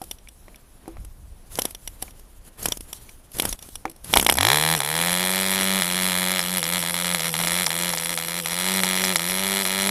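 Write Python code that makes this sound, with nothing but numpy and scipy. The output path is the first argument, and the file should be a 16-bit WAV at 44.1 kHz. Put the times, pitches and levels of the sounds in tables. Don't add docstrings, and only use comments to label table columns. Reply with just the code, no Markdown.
import sys
import numpy as np
from scipy import signal
from scipy.fft import rfft, irfft, next_fast_len
from scipy.io import wavfile
from scipy.ndimage import uniform_filter1d, map_coordinates

SR = 44100
rng = np.random.default_rng(int(sys.argv[2]) if len(sys.argv) > 2 else 0)


def unload_wav(signal):
    wavfile.write(
        sys.argv[1],
        SR,
        np.round(np.clip(np.atleast_2d(signal).T, -1, 1) * 32767).astype(np.int16),
    )


def gain_from_db(level_db):
    decades = np.asarray(level_db, float) / 20
    return 10 ** decades


N = 436590
TIME = np.arange(N) / SR

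# t/s, speed/(turns per s)
SPEED = [(4.386, 41.33), (4.45, 51.6), (4.534, 73.08), (4.75, 82.32), (5.1, 90.5), (5.4, 95.21),
         (5.8, 95.39), (6.3, 93.54), (6.8, 96.3), (7.2, 89.28), (7.6, 93.37), (8.0, 91.51), (8.3, 87.95),
         (8.7, 96.35), (9.1, 94.13), (9.4, 98.44), (9.9, 99.45)]
# from/s, to/s, blast lost/dB, extra level of the firing that relights/dB
MISFIRES = [(4.755, 4.802, -16, 7.5), (5.812, 5.812, 0, 9.5), (6.108, 6.108, -8, 2.5),
            (6.383, 6.392, -21, 9), (6.584, 6.62, -8, 8), (6.788, 6.815, -6, 4), (6.914, 6.942, -21, 4),
            (7.169, 7.185, -3, 4), (7.268, 7.272, -10, -1), (7.296, 7.34, -20, 6.5),
            (7.368, 7.388, -8, 1.5), (7.42, 7.436, -15, 2.5), (7.455, 7.466, -15, 6),
            (7.642, 7.654, -7, 11), (7.671, 7.7, -15, 5), (7.911, 7.919, -9, 23), (7.953, 7.972, -21, 4),
            (8.005, 8.004, -3, -3), (8.078, 8.087, -11, 5), (8.15, 8.168, -16, 7.5), (8.25, 8.278, -27, 3),
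            (8.404, 8.45, -20, 7), (8.807, 8.834, -17, 7.5), (9.132, 9.158, -7, 13.5),
            (9.169, 9.193, -5, 5), (9.629, 9.644, -11, 6.5), (9.88, 9.889, -17, 3)]
# t/s, blast/dB, ring/dB, hiss/dB
POPS = [
    (1.588, -17, -21, -20),
    (1.653, -31, -25, -19),
    (2.6567, -22, -18.5, -14.5),
    (3.4525, -22.5, -23.5, -17),
    (3.398, -19, -12, -15),
    (4.1374, -10, -3, -15),
    (4.171, -7, -12, -9),
    (4.197, -17.5, -11, -14),
    (4.2647, -11.5, -9, -13.5),
    (4.2971, -11, -6, -10),
]
# f/Hz, width/Hz, level/dB
CASTING = [(3050, 370, 7), (4550, 570, -11), (5060, 530, -2.5)]
# f/Hz, width/Hz, level/dB
ROD = [(780, 350, 14.5), (2320, 1200, -1), (5280, 460, 7.5), (7570, 300, 5.5)]
# f/Hz, width/Hz, level/dB
FINS = [(3467, 130, 2), (5730, 95, 6)]
# f/Hz, level/(dB per Hz)
JET = [(2650, -11), (4500, -7.5), (5930, -4), (6390, -17.5), (7850, -2), (8510, -1.5), (9180, -2),
       (11000, 4.5), (14800, -14), (15700, -31), (16400, -56)]


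def running():
    # t/s, exhaust blast/dB
    burn = [(4.37, -4), (4.5, -1), (4.6, -8), (4.75, -7.5), (5.0, -8), (5.3, -10.5), (6.3, -9), (6.48, -13),
            (6.66, -8), (6.9, -10), (7.15, -11), (7.5, -9), (7.9, -11.5), (8.3, -15.5), (8.7, -10.5),
            (9.1, -10), (9.4, -12), (9.9, -9.5)]
    # t/s, fin ring/dB, fourth blade multiple/dB
    grip = [
        (4.4, -2, 0.5),
        (5.0, -17, -1),
        (5.5, 0, -2.5),
        (6.3, -12, -4),
        (7.0, -1, -5.5),
        (7.8, 0, -3),
        (8.6, 1, -1.5),
        (9.2, 3.5, 1.5),
        (9.9, 1, 1.5),
    ]
    spin, sag, near = crank()
    burn_db = curves(burn)[0]
    fin_db, fourth_db = curves(grip)
    wash_db = -14.5 - 10.5 + 0.65 * (burn_db + 13.0) - 0.23 * sag - 0.5 * near

    turns = np.cumsum(spin) / SR
    whole = np.arange(int(turns[-1]) + 1)
    s = np.interp(whole, turns, TIME) - .0005 + .00002 * rng.standard_normal(len(whole))
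    s[0] = SPEED[0][0] - .0008
    period = 1 / np.interp(s, TIME, np.maximum(spin, 30))

    lost, clank = misfiring(s)
    scatter = rng.standard_normal((len(s), 3))
    blast_db = np.interp(s, TIME, burn_db - 0.39 * sag)
    hiss_db = np.interp(s, TIME, wash_db)
    size_db = blast_db + 1.15 * lost - .3 * np.maximum(lost, 0) + .9 * scatter[:, 0]

    blast = exhaust(s + 0.000414, size_db - 11.5)
    boom_db = size_db - 22 - 22 * np.clip(s - 4.9, 0, 1)
    blast += through(train(s + 0.00043, boom_db), modes([(823, 190, 0)]))

    on = np.clip((TIME - 4.3) / 0.18, 0, 1)
    wash = on * gain_from_db(wash_db + 3.8 * wobble(40))
    gas = port_gas(s, period, size_db, hiss_db, lost, scatter, wash)
    ring = head_ring(s, size_db, blast_db, hiss_db, fin_db, lost, scatter, wash)
    slack = rod_slack(s, period, blast_db + clank)
    return blast + ring + slack + gas + blade_hum(spin, sag, burn_db, turns, fourth_db)


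def crank():
    sags = [17.5, 9.4, 3.8, 7.2, 14.1, 8.4, 2.0, 9.0, -1.0, 9.3, -2.9, 2.4, 2.3, 12.7, 0.7, 5.5, 5.1, 0.0,
            -0.6, 5.4, 0.1, 9.6, 2.9, 12.7, 1.3, 5.7, 0.1]
    early_s, late_s, recover_s, flare_s = .008, .005, .15, .055
    t = TIME[::32]
    sag, near = np.zeros(len(t)), np.zeros(len(t))
    for (start, end, *_), lost in zip(MISFIRES, sags):
        begin, stop = start - early_s, end + late_s
        fall = np.clip((t - begin) / (stop - begin), 0, 1)
        sag += lost * fall * np.exp(-np.maximum(t - stop, 0) / recover_s)
        near = np.maximum(near, (t < start) * np.exp(-np.abs(start - t) / flare_s))
    sag, near = np.interp(TIME, t, sag), np.interp(TIME, t, near)
    return (curves(SPEED)[0] - sag) * (TIME >= SPEED[0][0]), sag, near


def misfiring(s):
    # t/s, lost/dB, gain of the next one/dB
    weak = [
        (6.713, -5, 1.5),
        (7.034, -27, 2),
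        (7.136, -21, 5),
        (7.147, 8, -2),
        (7.632, -2, 0),
        (7.824, -2, 2.5),
        (7.926, -3, -0.5),
        (8.047, -13, 5),
        (9.028, -32, 4),
        (9.405, -2, 0),
    ]
    cold_db, warm_db, warm_s = -3.5, -13.5, 0.11
    lost = np.zeros(len(s))
    clank = warm_db + (cold_db - warm_db) * np.exp(-((s - s[0]) / warm_s) ** 2)
    for start, end, lost_db, bang_db in MISFIRES:
        relight = np.searchsorted(s, end)
        lost[(s > start) & (s < end)] = lost_db
        lost[relight] = bang_db
        clank[relight] = .6 * bang_db - 4
    for at, lost_db, next_db in weak:
        k = np.argmin(np.abs(s - at))
        lost[k:k + 2] = lost_db, lost[k + 1] + next_db
    return lost, clank


def exhaust(s, db):
    # f/Hz, width/Hz, level/dB
    stub = [(1412, 1830, -1.3), (2274, 650, 0), (3197, 150, -13.5), (3945, 270, -4.3), (600, 200, -22),
            (946, 580, -5.9)]
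    # delay/ms, share at each of path_s (minus = inverted)
    bounces = [(0, 1, 1, 1, 1), (.278, .57, .51, .57, .52), (.636, -.1, -.23, -.22, -.34),
               (.805, -.34, -.48, -.41, -.53), (1.025, .02, -.34, -.19, -.3), (1.21, .21, -.11, -.06, -.11),
               (1.392, .15, .03, .19, .16), (1.735, .2, .22, .26, .31), (1.833, -.25, -.22, -.2, -.33),
               (2.402, .18, .2, .27, .37), (2.667, .06, .12, .13, .19)]
    path_s = [4.7, 5.3, 7.0, 9.0]
    stray = .045 * rng.standard_normal((len(s), len(bounces)))
    paths = np.zeros(N)
    for k, (ms, *shares) in enumerate(bounces):
        paths += train(s + ms / 1000, db, np.interp(s, path_s, shares) + stray[:, k])
    return filtered(through(paths, modes(stub)), lambda hz: hz ** 6 / (hz ** 6 + 494.0 ** 6))


def port_gas(s, period, size_db, hiss_db, lost, scatter, wash):
    # f/Hz, level/(dB per Hz)
    churning = [(150, -0.5), (300, 2.5), (600, -1.5), (2000, 3), (4200, -2), (6500, -59), (9000, -48)]
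    hiss = gust(s, hiss_db - 3.5 + 0.04 * lost + 2.2 * scatter[:, 1], rise=0.00065, t60=0.02)
    hiss += gust(s + 0.78 * period, hiss_db - 25 + 1.5 * scatter[:, 2], rise=0.00036, t60=0.024)
    churn = gust(s, size_db - 35, rise=.0007, t60=.012)
    jet = (hiss + gain_from_db(-22) * wash) * patchy(noise(JET), depth_db=1.6)
    return jet + (churn + gain_from_db(-18) * wash) * noise(churning)


def head_ring(s, size_db, blast_db, hiss_db, fin_db, lost, scatter, wash):
    # f/Hz, width/Hz, level/dB
    treble = [(8150, 870, -6), (9340, 410, -1), (10800, 180, 11)]
    sharper_db = 1.14 * np.maximum(lost, 0)
    ring = gust(s, hiss_db - 14 + 1.8 * scatter[:, 2], rise=0.00047, t60=.014) * rattle(CASTING)
    ring += through(train(s, size_db - 31 + np.interp(s, TIME, fin_db)), modes(FINS[1:]))
    ring += gain_from_db(fin_db - 22.0) * wash * rattle(FINS[1:])
    ring += through(train(s + 0.000842, blast_db - 28.0 + 1.8 * scatter[:, 1]), modes(FINS[:1]))
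    edge = modes([(4900, 2400, -33.0), (5430, 260, 23.0), (6500, 1700, 14.0)])
    ring += through(train(s + 0.000514, size_db - 50.0 + sharper_db), edge)
    treble_db = hiss_db - 8.5 + sharper_db + 0.25 * lost + 0.42 * scatter[:, 0]
    return ring + reflected(through(train(s + 0.000511, treble_db), modes(treble)))


def rod_slack(s, period, db):
    # t/s, level/dB
    clanks = [(6.4129, -20), (6.639, -17.5), (7.204, -18), (7.4799, -18.5), (7.663, -12.5), (7.9817, -18),
              (8.1827, -23), (8.845, -22), (9.045, -17), (9.078, -19), (9.1659, -15)]
    late = (s + .68 * period)[:-1]
    slack = gust(late, (db - 16)[:-1], rise=.0012, t60=.022) * rattle(ROD)
    clank_s, clank_db = np.transpose(clanks)
    return slack + gust(clank_s, clank_db - 7.5, rise=0.00032, t60=0.015) * rattle(ROD[2:])


def blade_hum(spin, sag, burn_db, turns, fourth_db):
    # multiple of crank speed, level/dB
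    blades = [(1, -13), (2, 8), (3, -12.5), (4, -2), (6, 2.5)]
    catch_s, catch_speed = 4.13, 32.2
    hum_db = -38 + 0.94 * np.minimum(burn_db + 8.0, 4.5)
    hum_db += 20 * 2.2 * np.log10(np.maximum(spin, 70) / 90)
    hum_db += -0.47 * sag - 5.5 * (spin == 0)
    angle = turns + catch_speed * np.minimum(TIME - SPEED[0][0], 0) + 0.283
    hum = np.zeros(N)
    for k, db in blades:
        level = gain_from_db(db + (k == 4) * fourth_db + 1.2 * wobble(8.0))
        level *= (np.maximum(spin, 80) / 90) ** (1.46 * (k % 5 - 2))
        hum += level * np.cos(2 * np.pi * k * angle)
    fade_in = np.clip((TIME - catch_s) / 0.018, 0, 1)
    return np.sqrt(2) * fade_in * gain_from_db(uniform_filter1d(hum_db, size=1500)) * hum


def flicking():
    # f/Hz, width/Hz, level/dB
    cold_exhaust = [(840, 360, 9.5), (2260, 260, 6.5), (3100, 700, 4), (4200, 310, 4)]
    # t/s, level/dB
    squeaks = [
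        (2.628, -36),
        (2.686, -27),
        (2.772, -39),
        (3.4935, -29),
        (4.212, -26),
        (4.247, -30),
        (4.34, -29),
    ]
    # t/s, level/dB
    cold_knocks = [
        (4.161, -11),
        (4.289, -12.5),
        (4.378, -26),
        (4.403, -24),
    ]
    # t/s, level/dB
    snaps = [
        (1.62, -25),
        (1.5555, -33),
    ]
    s, thump_db, blast_db, ring_db, hiss_db = turned_over()
    fired = np.isin(s, np.transpose(POPS)[0, 4:])

    thump = through(train(s, thump_db + 3.5), modes([(266, 200, 17.4), (707, 850, 3.6)]))
    bang = train(s[fired] + 0.000967, blast_db[fired] + 0.49)
    bang = reflected(through(bang, modes(cold_exhaust)))
    pop = train(s[~fired] + 0.00141, blast_db[~fired] - 7.5)
    pop = lows_first(through(pop, modes([(704, 960, 7.0), (2390, 480, 4.0)])))
    hiss = gust(s - .0008, hiss_db - 3.5, rise=0.0017, t60=0.016) * noise(JET)

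    slack = gust(s, blast_db - 9.0 - 8 * fired, rise=0.000092, t60=0.034) * rattle(ROD[:2])
    cold_rod = rattle([(875, 104, 7.5), (2180, 120, 1.5), (5150, 470, -7)])
    slack += gust(*np.transpose(cold_knocks), rise=0.0017, t60=0.016) * cold_rod
    slack += through(train(*np.transpose(snaps)), modes([(5600, 2900, -4.0), (6740, 500, -3)]))

    ring = gust(s + 0.00034, ring_db - 7.0 - 8 * fired, rise=0.00095, t60=0.019) * rattle(CASTING)
    fin_db = ring_db - 3 - 20 * fired - 10 * (blast_db > ring_db - 5) - 6 * (ring_db < hiss_db - 6)
    ring += through(train(s + 0.000794, fin_db), modes(FINS))
    ring += through(train(s[fired] + 0.00074, ring_db[fired] - 24), modes([(3220, 180, 0)]))
    ring += through(train(*np.transpose(squeaks)), modes([(6550, 230, 0.5)]))
    return thump + bang + pop + slack + ring + hiss


def turned_over():
    # t/s, hiss/dB, thump/dB
    puffs = [(0.0168, -32.5, -44), (0.039, -36, -65), (0.8788, -41.5, -48), (1.048, -37.5, -55),
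             (1.555, -31, -53), (1.5737, -32, -43), (1.592, -19.5, -48), (1.6188, -21, -37),
             (1.7077, -32, -51), (2.019, -37, -71), (2.0241, -21.5, -71), (2.1952, -43, -59),
             (2.449, -48, -84), (2.5937, -36, -47), (2.6292, -27, -40), (2.644, -31, -54),
             (2.685, -23, -32.5), (2.7717, -31, -41.5), (2.807, -30, -43), (3.3173, -38, -61),
             (3.368, -30, -44), (3.3858, -22, -42), (3.421, -19, -32), (3.49, -26, -38), (3.688, -37, -48),
             (3.897, -33.5, -47), (3.914, -41, -52), (3.962, -45, -55), (4.0441, -31.5, -57)]
    # t/s, ring/dB, hiss/dB
    clinks = [(0.1115, -29.5, -25.5), (0.185, -48, -57), (0.286, -44, -38), (0.558, -49, -44.5),
              (1.748, -33.5, -33), (1.8752, -30.5, -26), (2.107, -48, -46), (2.7208, -19, -21),
              (2.929, -31, -25.5), (3.0924, -46, -40.5), (3.5266, -24.5, -23.5), (3.557, -56, -53),
              (3.59, -42, -39), (3.625, -39, -33.5), (3.755, -32.5, -28.5)]
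    # t/s, level/dB
    taps = [(0.2731, -58), (0.4815, -39.5), (0.546, -60), (0.8572, -45), (0.9686, -39), (1.5795, -39),
            (1.647, -37), (3.4305, -28), (2.0247, -43), (2.083, -41.5), (3.8537, -18.5), (3.882, -44)]
    # t/s, hiss/dB, blast/dB
    catching = [(4.129, -21, -35), (4.1555, -16, -39), (4.184, -18, -28), (4.212, -21, -33),
                (4.2267, -16, -21), (4.247, -19, -42), (4.283, -21, -43), (4.311, -21, -25),
                (4.3234, -13, -18.5), (4.339, -22, -41), (4.354, -22, -25), (4.371, -18, -40)]
    rows = [(s, thump, thump - 23, hiss - 12, hiss) for s, hiss, thump in puffs]
    rows += [(s, ring - 17.5, ring - 9, ring, hiss) for s, ring, hiss in clinks]
    rows += [(s, db - 14, db, db - 20, db - 25) for s, db in taps]
    rows += [(s, -30, blast, ring, hiss) for s, blast, ring, hiss in POPS]
    rows += [(s, hiss - 15, blast, hiss - 13, hiss) for s, hiss, blast in catching]
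    return np.transpose(rows)


def bench():
    # t/s, level/dB, hardness/(dB per octave)
    knocks = [
        (0.016, -42, 8),
        (0.8788, -43.5, -8),
        (2.0252, -45.5, 7),
        (3.8548, -35.5, 0),
    ]
    # f/Hz, level/dB, t60/s
    wood = [(331, 3.5, 0.19), (400, 2, 0.093), (510, 0, 0.12), (597, -10, 0.11), (762, 14.5, 0.038),
            (1000, -35, 0.027), (1230, -37, 0.04)]
    # t/s, level/dB
    ticks = [
        (0.274, -45.5),
        (0.5452, -49),
        (2.0804, -46.5),
        (3.092, -45),
        (3.879, -46),
    ]
    s, db, hard_db = np.transpose(knocks)
    t, out = np.arange(SR // 5) / SR, np.zeros(N)
    for hz, level_db, t60 in wood:
        ring = gain_from_db(level_db - 60 * t / t60) * np.sin(2 * np.pi * hz * t)
        out += through(train(s, db + hard_db * np.log2(hz / 600)), ring)
    thud = gust(s, db - 6.5, rise=0.0021, t60=0.086) * rattle([(450, 290, -12), (1110, 340, 0)])
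    return out + thud + through(train(*np.transpose(ticks)), modes([(2310, 180, 0)]))


def air():
    # t/s, level/dB
    calm = [
        (0, -48),
        (4.05, -48),
        (4.7, -84),
        (9.9, -65),
    ]
    # t/s, level/dB, half width/s
    gusts = [
        (0, -56, 0.17),
        (1.02, -35.5, 0.081),
        (1.25, -36.5, 0.094),
        (2.0, -49, 0.11),
        (2.67, -47, 0.029),
        (3.548, -39, 0.03),
        (4.2, -44, 0.065),
    ]
    # f/Hz, level/(dB per Hz)
    rumble = [(12, -52), (20, 3.5), (66, -6), (216, -31), (242, -41), (300, -31), (390, -57), (660, -120)]
    # from/s, peak/s, to/s, swish/dB
    sweeps = [(0, 0.034, 0.2, -58), (1.495, 1.564, 1.74, -42), (1.724, 1.884, 2.3, -57.5),
              (2.04, 2.087, 1.75, -46), (1.992, 2.042, 2.1, -55), (2.436, 2.484, 2.5, -53),
              (2.573, 2.632, 2.79, -38.5), (2.767, 2.875, 3.25, -52), (3.324, 3.384, 3.47, -39),
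              (3.422, 3.445, 3.567, -35.5), (3.576, 3.627, 3.84, -51), (4.035, 4.05, 4.57, -47),
              (4.067, 4.108, 4.2, -46), (4.15, 4.183, 4.25, -32.5)]
    # f/Hz, level/(dB per Hz)
    swish = [(100, 12.5), (250, 5), (700, -1), (1500, -4), (3000, -8), (6000, -33), (9000, -40)]
    # f/Hz, level/(dB per Hz)
    lawn = [(59, -36), (100, -4), (220, -6.5), (361, -12), (647, -13), (2000, -23), (2460, -23.5),
            (6000, -33), (7800, -60), (13200, -120)]
    # f/Hz, level/(dB per Hz)
    leaking = [(1760, -54), (3000, -9.5), (5140, -9.5), (5560, -9), (8450, -7), (10500, 0), (15000, -12.5),
               (15800, -27), (16400, -61.5)]
    # lawn/dB, high hiss/dB
    still = (-57, -60.5)
    wind = gain_from_db(curves(calm)[0])
    for s, db, width in gusts:
        wind = wind + gain_from_db(db) * np.exp(-((TIME - s) / width) ** 2)
    buffet = wind * unit(gain_from_db(3.7 * wobble(23.2)) * noise(rumble))
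    sweep = np.zeros(N)
    for start, peak, end, db in sweeps:
        sweep += gain_from_db(db) * np.interp(TIME, [start, peak, end], [0, 1, 0]) ** 0.84
    blade = sweep * gain_from_db(2.5 * wobble(60)) * noise(swish)
    grass = gain_from_db(still[0]) * gain_from_db(1.9 * wobble(5.7)) * noise(lawn)
    leak = (gain_from_db(still[1]) + sweep) * gain_from_db(1.8 * wobble(40)) * patchy(noise(leaking), depth_db=2.0)
    return buffet + blade + grass + leak


def reflected(x):
    # delay/s, level/dB
    echoes = [
        (.000325, -6.5),
        (.00054, -13),
        (.0027, -32),
        (.0045, -28.5),
    ]

    def response(hz):
        copies = np.prod([1 + gain_from_db(db) * np.exp(-2j * np.pi * hz * s) for s, db in echoes], axis=0)
        return copies * (1j * hz / (330 + 1j * hz)) ** 2

    return lows_first(filtered(x, response))


def lows_first(x):
    lead_s, below_hz = .0027, 930
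    return filtered(x, lambda hz: np.exp(2j * np.pi * lead_s * below_hz * np.tanh(hz / below_hz)))


def unit(x):
    return x / np.sqrt(np.mean(x ** 2) + 1e-20)


def curves(rows, s=TIME):
    t, *cols = np.transpose(rows)
    return [np.interp(s, t, c) for c in cols]


def wobble(rate):
    return map_coordinates(rng.standard_normal(int(N * rate / SR) + 4), [TIME * rate])


def filtered(x, response):
    m = next_fast_len(len(x) + 8192)
    return irfft(rfft(x, m) * response(np.fft.rfftfreq(m, 1 / SR)), m)[:len(x)]


def noise(spectrum):
    f, db = np.transpose(spectrum)
    colour = lambda hz: gain_from_db(np.interp(np.log(hz + 1), np.log(f), db))
    return unit(filtered(rng.standard_normal(N), colour))


def modes(table):
    def ring(f):
        total = 0
        for k, (c, w, db) in enumerate(table):
            total = total + (-1) ** k * gain_from_db(db) * 1j * f * w / (c * c - f * f + 1j * f * w)
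        return total

    shape = filtered(np.eye(1, 2048)[0], ring)
    return shape / np.linalg.norm(shape) * np.sqrt(SR / 200)


def train(s, db, share=1):
    at = np.asarray(s)[:, None] * SR
    taps = np.floor(at).astype(int) + np.arange(-7, 9)
    shape = np.sinc(taps - at) * np.cos(np.pi * (taps - at) / 18) ** 2
    return np.bincount(taps.ravel(), ((gain_from_db(db) * share)[:, None] * shape).ravel(), N + 16)[:N]


def through(x, shape):
    return signal.oaconvolve(x, shape)[:N]


def gust(s, db, rise, t60):
    t = np.arange(2048) / SR
    shape = gain_from_db(-60 * t / t60) * (1 - np.exp(-t / rise)) ** 2
    return through(train(s, db), shape / np.linalg.norm(shape) * np.sqrt(SR / 200))


def rattle(table):
    return unit(through(rng.standard_normal(N), modes(table)))


def patchy(x, depth_db):
    z = signal.stft(x, nperseg=512)[2]
    field = uniform_filter1d(rng.standard_normal(z.shape), size=8, axis=0)
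    field = uniform_filter1d(field, size=12, axis=1)
    return unit(signal.istft(z * gain_from_db(depth_db * unit(field)), nperseg=512)[1][:N])


def scene():
    near = running() + flicking() + bench()
    t = np.arange(SR // 8) / SR
    tail = rng.standard_normal(len(t)) * gain_from_db(-60 * t / 0.013)
    garden = gain_from_db(-21) * through(near, tail / np.linalg.norm(tail))
    return (near + garden + air())[None]


def roll_off(x):
    return signal.sosfilt(signal.butter(12, 15900, fs=SR, output="sos"), x)


def record(dry):
    soft = dry / (1 + np.abs(dry / .98) ** 4) ** (1 / 4)
    mix = filtered(soft[0], lambda hz: 1 / np.sqrt(1 + (hz / 15500) ** 60))[None]
    return roll_off(mix)


dry = scene()
out = record(dry)
unload_wav(out)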